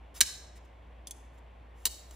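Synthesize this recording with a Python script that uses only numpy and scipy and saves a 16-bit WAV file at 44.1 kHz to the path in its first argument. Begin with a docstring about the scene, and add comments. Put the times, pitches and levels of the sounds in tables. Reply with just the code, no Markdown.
"""A quiet room, where a folding knife is handled close to a stereo microphone.
The blade swings out and locks with a double snap, the lock is released in two ticks,
the blade drops shut and bounces: each hit is a burst of noise that rings the knife's modes.
Fingers brush the handle as swells of grainy noise, and the room answers with a noise echo.
A wavering mains hum and soft, band-by-band air noise lie under it all."""
import sys
import numpy as np
from scipy import signal
from scipy.fft import rfft, irfft, next_fast_len
from scipy.io import wavfile
from scipy.ndimage import uniform_filter1d

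SR = 44100
rng = np.random.default_rng(int(sys.argv[2]) if len(sys.argv) > 2 else 0)


def persist_wave(psi):
    """Save psi, clipped to +-1, as 16-bit WAV."""
    counts = np.round(np.clip(psi, -1, 1) * 32767).astype(np.int16)
    wavfile.write(sys.argv[1], SR, np.atleast_2d(counts).T)


N = 94815  # length in samples


def amp(db):
    """Turn decibels into a plain factor."""
    return 10 ** (np.asarray(db) / 20)


def rms_one(x):
    """Scale a sound to an average (rms) strength of 1."""
    return x / np.sqrt(np.mean(x ** 2) + 1e-20)


def at_hz(points, hz, order=1):
    """Read column `order` of a table at any pitch, in straight lines over log frequency."""
    p = np.array(points)
    return np.interp(np.log(hz), np.log(p[:, 0]), p[:, order])


def band(x, low_hz, high_hz):
    """Keep only the sound between two frequencies."""
    edges_hz = [low_hz, min(high_hz, .45 * SR)]
    return signal.sosfilt(signal.butter(2, edges_hz, "band", fs=SR, output="sos"), x)


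def ring(force, hz, t60):
    """Strike a mode: a unit click starts a sine of height about 1 that dies 60 dB in t60 seconds."""
    decay, turn = amp(-60 / (t60 * SR)), 2 * np.pi * hz / SR  # both per sample
    return signal.lfilter([0, np.sin(turn)], [1, -2 * decay * np.cos(turn), decay * decay], force)


def pair(mid, side, alike):
    """Mix two noises into left and right: likeness 1 is the same in both, 0 is unrelated."""
    alike = np.clip(alike, -1, 1)
    return np.sqrt(1 + alike) * mid + np.sqrt(1 - alike) * side * [[1], [-1]]


# Colour of the air noise. Each row: frequency in Hz, noise density in dB (relative).
AIR_COLOUR = [(41, -28), (70, 0.5), (86, -28), (250, -23.5), (394, -24), (422, -39), (541, -16),
              (606, -22.5), (1100, -26), (1170, -33.5), (2270, -32.5), (2840, -39.5), (3110, -37.5),
              (4190, -52), (16000, -65)]
# How alike the air noise is in both ears. 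Each row: frequency in Hz, left-right likeness up to 1.
AIR_LIKENESS = [(60, 0.98), (150, 0.92), (380, 0.67), (950, 0.19), (2380, 0.82), (5980, 0.88),
                (15000, 0.13)]
AIR_DB = -59  # rms level of all bands together


def air():
    """Soft air noise: third-octave bands of stereo noise, each with its level and likeness."""
    settle = 4000  # samples thrown away while the filters start up
    white = rng.standard_normal((2, 2, N + settle))
    out = 0
    for k, low in enumerate(70 * 2 ** np.arange(0, 8, 1 / 3)):
        centre = low * 2 ** (1 / 6)
        mid, side = band(white[k % 2], low, low * 2 ** (1 / 3))[:, settle:]
        out = out + amp(at_hz(AIR_COLOUR, centre)) * pair(mid, side, at_hz(AIR_LIKENESS, centre))
    return amp(AIR_DB) * rms_one(out)


# Path of the mains tone. Each row: time in seconds, pitch in Hz, rms level in dB.
HUM_PATH = [(0.0, 59.4, -51.5), (0.03, 57, -49.5), (0.08, 58.5, -52.5), (0.21, 56.5, -57), (0.23, 58, -46),
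            (0.27, 60.34, -59), (0.52, 58.9, -50.5), (0.74, 58.4, -55), (0.99, 58.35, -49),
            (1.07, 59.37, -54.5), (1.28, 58.6, -51.5), (1.31, 60.6, -54.5), (1.39, 59, -52),
            (1.87, 57.3, -52.5), (1.89, 57.2, -47), (1.99, 59.6, -56.5), (2.1, 59.8, -50),
            (2.15, 56.5, -49)]
HUM_NOISE_DB, RUMBLE_DB = -64, -74.5  # rms levels


def hum():
    """A slightly unsteady mains tone, with narrow noise around it and a faint low rumble."""
    s, hz, db = np.transpose(HUM_PATH)
    t = np.arange(N) / SR
    white = rng.standard_normal((2, N + SR))  # the first second lets the filters settle
    phase = 2 * np.pi * np.cumsum(np.interp(t, s, hz)) / SR
    tone = np.sqrt(2) * amp(np.interp(t, s, db)) * np.sin(phase)
    around = amp(HUM_NOISE_DB) * rms_one(band(white[0], 45, 110)[SR:])
    rumble = amp(RUMBLE_DB) * rms_one(band(white[1], 33, 71)[SR:])
    return tone + around + rumble


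# Skin and pivot rubbing.
# Each row: start in seconds, length in seconds, level in dB, brightness in dB per octave.
RUBS = [(0.141, 0.059, -47, 3), (0.551, 0.038, -59.5, -1), (0.644, 0.02, -69.5, 1.5),
        (1.207, 0.025, -70, -22.5), (1.329, 0.042, -74.5, 3), (1.369, .03, -68, -2),
        (1.743, 0.22, -67, 4.3), (2.054, 0.12, -67, 8), (2.103, 0.079, -65, 0)]
# The pitches at which the knife rings, shared by rubs and hits: one frequency in Hz per mode.
MODE_HZ = [250, 500, 1000, 1620, 1980, 2300, 3000, 3400, 3850, 4430, 4950, 5400, 6300, 7050, 7300, 7700,
           8750, 9800, 10600, 11000, 12100, 13650, 14900]
# How each of those modes rings, in the same order. Each row: time to die by 60 dB in seconds,
# then relative level in dB when opening, when unlocking, when shutting.
MODE_RING = [(0.057, -34.5, -60, -29.5), (.01, -36.5, -58, -20.5), (0.0094, -39.5, -41, -18.5),
             (0.028, -10, -40, -22), (0.026, -16, -24, -23), (0.012, -12.5, -24, -30.5),
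             (.012, -16, -19, -15), (.012, -18.5, -2.5, -19), (0.016, -5, -15, -7.5), (.01, -16, -10, -8),
             (0.013, -18.5, -22, -13), (.014, -2, -30, -10.5), (0.016, -5, -2.5, -10.5),
             (0.0093, -8.5, -7, -5), (.014, -1.5, -8, -14), (.01, -12, -6, -1), (.01, -3.5, 1, -9),
             (0.013, -12, -3, -12), (.012, -7.5, -2, -13), (0.014, -6, -0.5, -4), (.01, -14, -21, -21),
             (0.014, -19.5, -22, -8), (0.013, -15.5, -14, -3.5)]
RUB_RING_SHARE = 0.91  # part heard through the modes; the rest is plain noise
GRIT_DB = 2.0  # average random boost of each noise sample


def rubs():
    """Friction: grainy noise swells up and away, mostly through the knife's modes."""
    t = np.arange(N) / SR
    grit = rng.standard_normal(N) * amp(GRIT_DB * rng.exponential(1, N))
    # The modes die sooner here, and their opening levels count half in dB.
    rung = np.array([rms_one(ring(grit, hz, 0.741 * mode[0])) * amp(.5 * mode[1])
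                     for hz, mode in zip(MODE_HZ, MODE_RING)])
    plain = rms_one(band(grit, 3500, 16000))
    octaves = np.log2(np.array(MODE_HZ) / 5000)
    out = 0
    for start, length, db, tilt_db in RUBS:
        swell = np.sin(np.pi * np.clip((t - start) / length, 0, 1)) ** 0.91
        body = rms_one(amp(tilt_db * octaves) @ rung)
        out = out + amp(db) * swell * (RUB_RING_SHARE * body + (1 - RUB_RING_SHARE) * plain)
    return out


# Blade and lock contacts. Each row: start in seconds, level in dB, chatter fade time in seconds,
# brightness in dB per octave, state (0 opening, 1 unlocking, 2 shutting).
HITS = [(.2064, -8, .003, 3, 0), (.2108, -4, .002, -1.5, 0), (.2152, -14, .0015, -1.5, 0),
        (.222, -25, .006, -1.5, 0), (.230, -27, .005, -2.5, 0), (1.0711, -31, .002, -1.5, 1),
        (1.0765, -40, .004, 1.5, 1), (1.097, -52, .003, -4, 1), (1.1094, -27, .0015, 1.5, 1),
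        (1.111, -36, .0035, -2.5, 1), (1.8538, -16, .0015, .3, 2), (1.855, -12, .0025, .3, 2),
        (1.8652, -19, .003, -.8, 2), (1.8715, -28, .004, -.8, 2), (2.1098, -43, .002, -3, 2)]
# The noisy crack of a hit: one level per state, in dB against the ringing.
CRACK_DB = [-6.5, -4.5, -6.5]
# Each row, one per state: lower and upper edge of the crack in Hz.
CRACK_HZ = [(2060, 19000), (3540, 15500), (2488, 15000)]
MODE_SPREAD_DB = 0.06  # random level difference of each mode from hit to hit


def knife():
    """Each hit is a dying chatter of steel contacts that rings the modes and cracks."""
    size = 4096  # samples per hit
    t = np.arange(size) / SR
    out = np.zeros(N + size)
    for start, db, chatter_s, tilt_db, state in HITS:
        state = int(round(state))
        chatter = rng.standard_normal((len(MODE_HZ) + 1, size)) * np.exp(-t / max(chatter_s, 1e-4))
        spread = rng.normal(0, MODE_SPREAD_DB, len(MODE_HZ))
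        ringing = 0
        for hz, mode, force, extra_db in zip(MODE_HZ, MODE_RING, chatter, spread):
            mode_db = mode[1 + state] + extra_db + tilt_db * np.log2(hz / 5000)
            tone = band(ring(force, hz, mode[0]), hz / 2, hz * 2)
            ringing = ringing + amp(mode_db) * rms_one(tone)
        crack = band(band(chatter[-1], *CRACK_HZ[state]), 900, 14000)
        hit = rms_one(ringing) + amp(CRACK_DB[state]) * rms_one(crack)
        # Level the hit by its strongest 2 ms.
        strongest = np.sqrt(2 * uniform_filter1d(hit ** 2, size=88).max())
        i = int(start * SR)
        out[i:i + size] += amp(db) * hit / strongest / 1.6
    return out[:N]


# Echo of the room. Each row: frequency in Hz, time to die by 60 dB in seconds,
# relative level in dB, left-right likeness up to 1.
ROOM = [(492.5, 0.34, -29.5, 0.59), (1480, 0.78, -27.5, .8), (2500, 0.53, -29.5, .6),
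        (4000, 0.6, -23.5, 0.42), (6350, 0.56, -24, .6), (8400, 0.51, -29, 1), (11100, 0.35, -25.5, 0.66),
        (13000, 0.47, -29, .6), (16000, 0.16, -38.5, .6)]
FAR_WALL_S, WALLS_FILL_S = 0.02, 0.036  # when the late echo starts, how long it takes to build
NEAR_DB, NEAR_T60_S = 19, .05  # near echo: level against the late echo, time to die by 60 dB


def room(x):
    """Near surfaces answer at once and briefly; the walls come later and die by band."""
    t = np.arange(SR) / SR
    build = np.clip((t - FAR_WALL_S) / WALLS_FILL_S, 0, 1)
    near = amp(NEAR_DB - 60 * t / NEAR_T60_S) * np.clip(t / 0.0027, 0, 1)  # rises in 2.7 ms
    white = rng.standard_normal((2, 2, SR))
    echo = 0
    for k, low in enumerate(350 * 2 ** np.arange(0, 6, .5)):  # half-octave bands
        centre = low * 2 ** .25
        mid, side = band(white[k % 2], low, low * np.sqrt(2))
        late = build * amp(-60 * (t - FAR_WALL_S) / at_hz(ROOM, centre, order=1))
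        level = amp(at_hz(ROOM, centre, order=2) - 22.5)
        echo = echo + level * (late + near) * pair(mid, side, at_hz(ROOM, centre, order=3))
    return signal.fftconvolve(echo, x[None], axes=1)[:, :N]


def scene():
    """The knife and fingers with their echo, over air noise and hum."""
    close = knife() + rubs()
    return close + room(close) + air() + hum()


# The two microphone ports part in phase in the treble.
# Each row: frequency in Hz, how far the right side leads in radians.
PORTS = [(4500, 0.), (5400, .9), (6200, 1.25), (10000, 1.4), (16000, 1.7)]
CUTOFF_HZ = 16600


def record(dry):
    """Two ports hear with a phase offset, half on each side; a steep filter cuts the top."""
    size = next_fast_len(N + 4096)
    hz = np.maximum(np.arange(size // 2 + 1) * SR / size, 1)
    lead = at_hz(PORTS, hz)
    wet = irfft(rfft(dry, size) * np.exp(.5j * lead * [[-1], [1]]), size)[:, :N]
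    return signal.sosfilt(signal.cheby2(14, 70, CUTOFF_HZ, fs=SR, output="sos"), wet)


dry = scene()
out = record(dry)
persist_wave(out)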